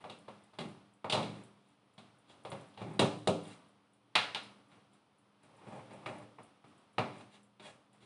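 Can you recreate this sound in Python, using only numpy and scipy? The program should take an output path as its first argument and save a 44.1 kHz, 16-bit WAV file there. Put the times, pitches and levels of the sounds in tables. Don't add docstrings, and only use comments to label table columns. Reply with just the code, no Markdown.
import sys
import numpy as np
from scipy import signal
from scipy.fft import rfft, irfft, next_fast_len
from scipy.io import wavfile
from scipy.ndimage import uniform_filter1d

SR = 44100
rng = np.random.default_rng(int(sys.argv[2]) if len(sys.argv) > 2 else 0)


def materialize(psi):
    bounded = np.clip(np.atleast_2d(psi).T, -1, 1)
    quanta = np.round(bounded * 32767).astype(np.int16)
    wavfile.write(sys.argv[1], SR, quanta)


def how_loud(loudness_db):
    steps = np.asarray(loudness_db, float) / 20
    return 10 ** steps


N = 355181

# (start [s], length [s], level [dB], weight [dB], hardness [dB])
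SCRAPES = [(0.0, 0.012, -51.5, -2, -9.5), (0.565, 0.11, -56, 11, -11), (1.164, 0.25, -57.5, 9, -5),
           (2.01, 0.076, -79, 3, 0), (2.448, 0.17, -56, 7.5, -16), (2.763, 0.2, -51.5, 7, -11.5),
           (3.402, 0.12, -59, -1, 3.5), (4.672, 0.055, -63, -4, -5), (4.9, 0.047, -68, 2, 3.5),
           (5.416, 0.025, -59.5, -2, -4), (6.64, 0.12, -70, 5, -23), (7.114, .1, -57, 2.5, -3.5),
           (7.292, 0.066, -62, -13, 6), (1.545, 0.18, -73, -6, 6), (7.61, 0.055, -48.5, -8, 0),
           (2.266, 0.032, -70.5, -3.5, 14), (7.903, 0.042, -61.5, 0, -5), (7.995, 0.045, -62, 6.5, 3)]
# (time [s], level [dB])
ROLL = [
    (5.48, -65),
    (5.6, -61.5),
    (5.69, -51.5),
    (5.76, -51),
    (5.82, -60.5),
    (5.93, -54),
    (6.02, -55.5),
    (6.08, -50),
    (6.24, -53.5),
]
# (lowest [Hz], highest [Hz], t60 [s], modes against the plain tap [dB], contact burst [s])
PARTS = [
    (125.6, 420, 0.14, -0.5, 0.0061),
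    (741, 1260, 0.032, 6.5, 0.0017),
    (1240, 2600, 0.18, -9, .004),
    (2550, 4600, 0.022, 0.5, 0.0043),
    (4500, 15000, .01, -5, 0.0086),
    (375, 640, .05, 1, 0.0033),
]
# (frequency [Hz], level [dB], t60 [s])
TUB_TONES = [(116.6, 2.5, .25), (189, -1.5, 0.14), (298.3, 4.5, 0.3), (390.6, 5.5, 0.091), (447, 1, 0.078)]

# (time [s], peak level [dB], weight [dB], hardness [dB])
TRAY_IN_BASKET = [(0.04, -38.5, -13.5, -15.5), (0.097, -44.5, -4, 0), (0.28, -41.5, -9, -13.5),
                  (0.533, -52.5, -13, -8.5), (0.586, -36, -4, -3), (1.043, -31.5, -10, -18),
                  (1.097, -35, -12.5, 7), (1.123, -31.5, -25, 7), (1.131, -25.5, -6.5, -23),
                  (1.149, -30.5, -12, -21), (1.174, -30.5, -4.5, -30), (1.228, -36.5, -4.5, -3),
                  (1.979, -49.5, -2, 0.5), (2.297, -56, -4.5, 0.5), (2.449, -37.5, -14.5, -10),
                  (2.517, -37.5, -12, -9), (2.739, -63.5, -10, 4.5), (2.774, -44, -11, -6.5),
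                  (2.815, -40.5, 1.5, -12)]
# (time [s], peak level [dB], weight [dB], hardness [dB])
TRAY_ON_TUB = [
    (2.993, -25.5, 3, 4.5),
    (2.999, -23.5, -20, -9),
    (3.019, -22.5, -3.5, -30.5),
    (3.041, -47, 4, -24),
]
# (time [s], peak level [dB], weight [dB], hardness [dB])
TRAY_ON_DOOR = [
    (3.273, -22.5, -10.5, -5.5),
    (3.284, -31.5, 7, -18),
    (3.297, -43, 0, -4),
]
# (time [s], peak level [dB], weight [dB], hardness [dB])
TRAY_ON_COUNTER = [
    (4.153, -24, -27, 5.5),
    (4.16, -21.5, -19, -1.5),
    (4.19, -39.5, -19.5, 3),
    (4.347, -37.5, -26.5, 9.5),
    (4.357, -35.5, -11.5, -27.5),
    (4.716, -59, -1.5, 0.5),
]
# (time [s], peak level [dB], weight [dB], hardness [dB])
BASKET = [
    (5.613, -51.5, -15, -19),
    (5.667, -51.5, 4, -13),
    (5.789, -51, -7, -22),
    (5.907, -54, -4, -6),
    (6.059, -36, -12, -8),
    (6.084, -42, -4, -12),
    (6.383, -44, -9, -26),
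    (6.64, -52, -3.5, -13),
    (7.595, -50, -3, -3),
]
# (time [s], peak level [dB], weight [dB], hardness [dB])
BASKET_HOME = [
    (6.982, -21.5, -11, -13),
    (6.99, -31.5, 0, -6.5),
]
# (rows, long rods [dB], tray [dB], click [dB], rattle [dB], rattle t60 [s],
# contact length against a hard tap [ratio])
KINDS = [
    (TRAY_IN_BASKET, -4.5, -5, -10, -8.5, 0.19, 1.22),
    (TRAY_ON_TUB, -3.3, -2.5, -7, -10.5, 0.14, 0.87),
    (TRAY_ON_COUNTER, -13, 2.2, -14.5, -14.5, 0.23, 0.77),
    (BASKET, -6, 1, -9, -14, 0.11, 2.4),
    (TRAY_ON_DOOR, 2.05, -7.5, -3.5, -18.5, 0.061, 0.96),
    (BASKET_HOME, -7.5, -1, -10, -20.5, 0.39, 0.67),
]

# (frequency [Hz], kitchen t60 [s], kitchen level [dB], inside of the tub level [dB])
ECHO = [(120, 0.52, -10, -6.5), (196, 0.68, -6, -9), (314, 0.52, -6, -6), (577, 0.41, -3.5, -7.5),
        (1064, 0.41, -4, -6.5), (2000, 0.42, -6, -6.5), (3860, 0.46, -6, -5.5), (7150, 0.51, -7.5, -5)]
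# (frequency [Hz], level [dB per Hz])
ROOM_TONE = [(30, -44.5), (60, -28), (110, -6.5), (200, -7.5), (450, -11), (1200, -12), (1700, -20.5),
             (3300, -21), (4300, -26.5), (5200, -29), (7000, -38), (9500, -31), (10600, -35),
             (11500, -73.5)]
# (frequency [Hz], width [Hz], level [dB])
HUM = [(118.6, 3.4, -84.5), (202.8, 2.6, -77.5), (289, 14, -82)]
CLOCK_BEATS_DB = [-63, -60.5, -66.5, -63]
# (frequency [Hz], level [dB])
CLOCK_COLOUR = [(6800, -11), (7600, 1.5), (8300, 0), (9000, 1.5), (9700, 9.5), (10600, -9), (11200, -12.5)]
# (time [s], peak level [dB])
WIRE_TICKS = [
    (2.5022, -50),
    (2.611, -59),
    (3.4774, -51),
    (5.5666, -59.5),
    (6.779, -59),
    (6.835, -69),
]
# (frequency [Hz], level [dB])
MIC = [(40, -33.5), (85, -10), (118, -2), (330, -4.5), (1300, -7.5), (4000, -4.94), (4400, -11), (6600, -9),
       (9600, -6.5), (10800, -19), (11300, -56.5)]


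def colour(x, points):
    size = next_fast_len(len(x))
    hz, db = np.transpose(points)
    bins_hz = np.arange(size // 2 + 1) * SR / size
    gain = how_loud(np.interp(np.log(bins_hz + 1), np.log(hz), db))
    return irfft(rfft(x, size) * gain, size)[:len(x)]


def level(x, db):
    return x * how_loud(db) / np.sqrt(np.mean(x ** 2))


def band(x, lo_hz, hi_hz):
    sos = signal.butter(3, [lo_hz, min(hi_hz, SR / 2.1)], "band", fs=SR, output="sos")
    return signal.sosfilt(sos, x)


def through(x, response):
    return signal.oaconvolve(x, response)[:N]


def walk(rate):
    hold = int(SR / rate)
    steps = np.repeat(rng.standard_normal(N // hold + 1), hold)
    return 1.4 * uniform_filter1d(steps, hold)[:N]


def ring(modes, size=SR // 3):
    hz, db, t60 = np.transpose(modes)[:, :, None]
    t = np.arange(size) / SR
    sense = rng.choice([-1, 1], (len(hz), 1))
    y = np.sum(sense * how_loud(db - 60 * t / t60) * np.sin(2 * np.pi * hz * t), axis=0)
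    return y / np.sqrt(np.sum(y ** 2))


def bodies():
    taps, out = [], []
    for k, (lo_hz, hi_hz, t60, modes_db, _) in enumerate(PARTS):
        is_tub = k == 0
        place, size, life = rng.random((3, 24))
        hz = lo_hz * (hi_hz / lo_hz) ** ((np.arange(len(place)) + place) / len(place))
        modes = list(zip(hz, -6 * size - 8 * is_tub, t60 * (0.5 + life)))
        rings = ring(modes + (list(TUB_TONES) if is_tub else []))
        tap = band(signal.unit_impulse(len(rings)), lo_hz, hi_hz)
        tap = tap / np.sqrt(np.sum(tap ** 2))
        taps.append(tap)
        out.append(tap + how_loud(modes_db) * rings)
    return taps, out


def shares(db, weight_db, hard_db, rods_db, tray_db, click_db):
    tray = tray_db + 0.38 * hard_db
    return db + np.array([weight_db, 0 * db, tray, hard_db, click_db + hard_db, rods_db + 0 * db])


def air():
    tone = level(colour(rng.standard_normal(N), ROOM_TONE), -71) * how_loud(walk(2.624))
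    hum = sum(level(band(rng.standard_normal(N), hz - width / 2, hz + width / 2), db) for hz, width, db in HUM)
    return tone + hum


def motion():
    scrape_mix_db, roll_mix_db = (-6, -1.5, -3.5), (-4, -2.5, -0.5)
    attack_share, release_t60_s = 0.71, 0.16
    rattle_s, rattle_weight_db, rattle_hardness_db = 0.008, 6, 3.5
    t = np.arange(N) / SR
    s, db = np.transpose(ROLL)
    roll_db = np.interp(t, s, db, -200, -200)
    rub = how_loud(shares(roll_db, -2 + 0 * t, -15.5 + 0 * t, *roll_mix_db))
    moves = []
    for s, hold, db, weight, hard in SCRAPES:
        moves.append((s, attack_share * hold, hold, release_t60_s, shares(db, weight, hard, *scrape_mix_db)))
    for rows, *mix_db, rattle_db, t60, _ in KINDS:
        for s, db, weight, hard in rows:
            part_db = shares(db + rattle_db, weight + rattle_weight_db, hard + rattle_hardness_db, *mix_db)
            moves.append((s, rattle_s, rattle_s, t60, part_db))
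    for s, attack, hold, t60, db in moves:
        now = slice(int(max(s, 0) * SR), int((s + hold + t60) * SR))
        age = t[now] - s
        rise = np.clip(age / attack, 0, 1)
        fade = how_loud(-60 * np.maximum(age - hold, 0) / t60)
        rub[:, now] += how_loud(db)[:, None] * rise * fade
    return rub


def slides(body):
    caught = rng.random(N) < 3500 / SR * how_loud(3.5 * walk(45))
    slips = caught * how_loud(0.61 * rng.exponential(size=N)) * rng.choice([-1, 1], N)
    energy = np.sqrt([np.sum(response ** 2) for response in body])
    return motion() * how_loud(-1) * slips / np.std(slips) / energy[:, None]


def knocks(body):
    times = np.concatenate([np.transpose(kind[0])[0] for kind in KINDS])
    share_db = np.hstack([shares(*np.transpose(rows)[1:], *mix_db) for rows, *mix_db, _, _, _ in KINDS])
    soft = np.concatenate([[kind[-1]] * len(kind[0]) for kind in KINDS])[:, None]
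    t = np.arange(1024) / SR
    force, blow = np.zeros((2, len(body), N + len(t)))
    for k, response in enumerate(body):
        burst_s = PARTS[k][4]
        decay = np.exp(-t / soft / burst_s)
        onset = 1 - np.exp(-t / (0.069 * soft ** 2 * burst_s))
        contacts = rng.standard_normal((len(times), len(t))) ** 3 * decay * onset
        heard = signal.fftconvolve(contacts, response[None, :2048], axes=1)
        peak = np.sqrt(uniform_filter1d(heard ** 2, size=256, axis=1).max(axis=1))
        for s, gain, sound, burst in zip(times, how_loud(share_db[k]) / peak, heard, contacts):
            start = int(s * SR)
            force[k, start:start + len(t)] += gain * burst
            blow[k, start] += gain * np.sqrt(np.sum(sound ** 2))
    return force[:, :N], blow[:, :N]


def kitchen():
    t = np.arange(SR * 3 // 4) / SR
    tail = 0
    for hz, tiles_t60, tiles_db, tub_db in ECHO:
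        for t60, db, build_s in ((tiles_t60, tiles_db, 0.006), (0.17, tub_db, 0.0015)):
            noise = band(rng.standard_normal(len(t)), hz / 1.394, hz * 1.415)
            part = noise * how_loud(-60 * t / t60) * (1 - np.exp(-t / build_s))
            tail = tail + how_loud(db) * part * np.sqrt(hz / SR / np.sum(part ** 2))
    return tail * 1.443


def clock(room):
    times = 0.1875 + 0.2498 * np.arange(32)
    rows = [(s, CLOCK_BEATS_DB[k % 4]) for k, s in enumerate(times)]
    rows += [(s, db - 4.5) for s, db in WIRE_TICKS]
    scatter = np.exp(-np.arange(512) / SR / 0.0054)
    force = np.zeros(N + 512)
    for (s, db), burst in zip(rows, rng.standard_normal((len(rows), 512))):
        start = int(s * SR)
        force[start:start + 512] += burst * scatter * how_loud(db)
    ticks = colour(force[:N], [(5000, -52)] + list(CLOCK_COLOUR) + [(12000, -64)])
    return 0.56 * ticks + 0.65 * through(ticks, room)


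def noise_suppression(near, background):
    fall_s, threshold_db, slope, top_db, on_tails = 0.03, -76.5, 0.35, 9, 0.86
    fall = np.exp(-1 / (fall_s * SR))
    loud_db = 10 * np.log10(signal.lfilter([1 - fall], [1, -fall], near ** 2) + 1e-12)
    open_db = np.clip(slope * (loud_db - threshold_db), 0, top_db)
    return near * how_loud(on_tails * (open_db - top_db)) + how_loud(open_db) * background


def scene():
    taps, body = bodies()
    room = kitchen()
    force, blow = knocks(body)
    slide = slides(body)
    direct = sum(map(through, force + slide, body))
    to_walls = sum(map(through, blow + slide, body[:1] + taps[1:]))
    near = colour(direct + through(to_walls, room), MIC)
    return noise_suppression(near, air() + clock(room))[None]


def top_cut(x):
    return signal.sosfilt(signal.butter(12, 11330, fs=SR, output="sos"), x)


def record(dry):
    return top_cut(dry)


dry = scene()
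out = record(dry)
materialize(out)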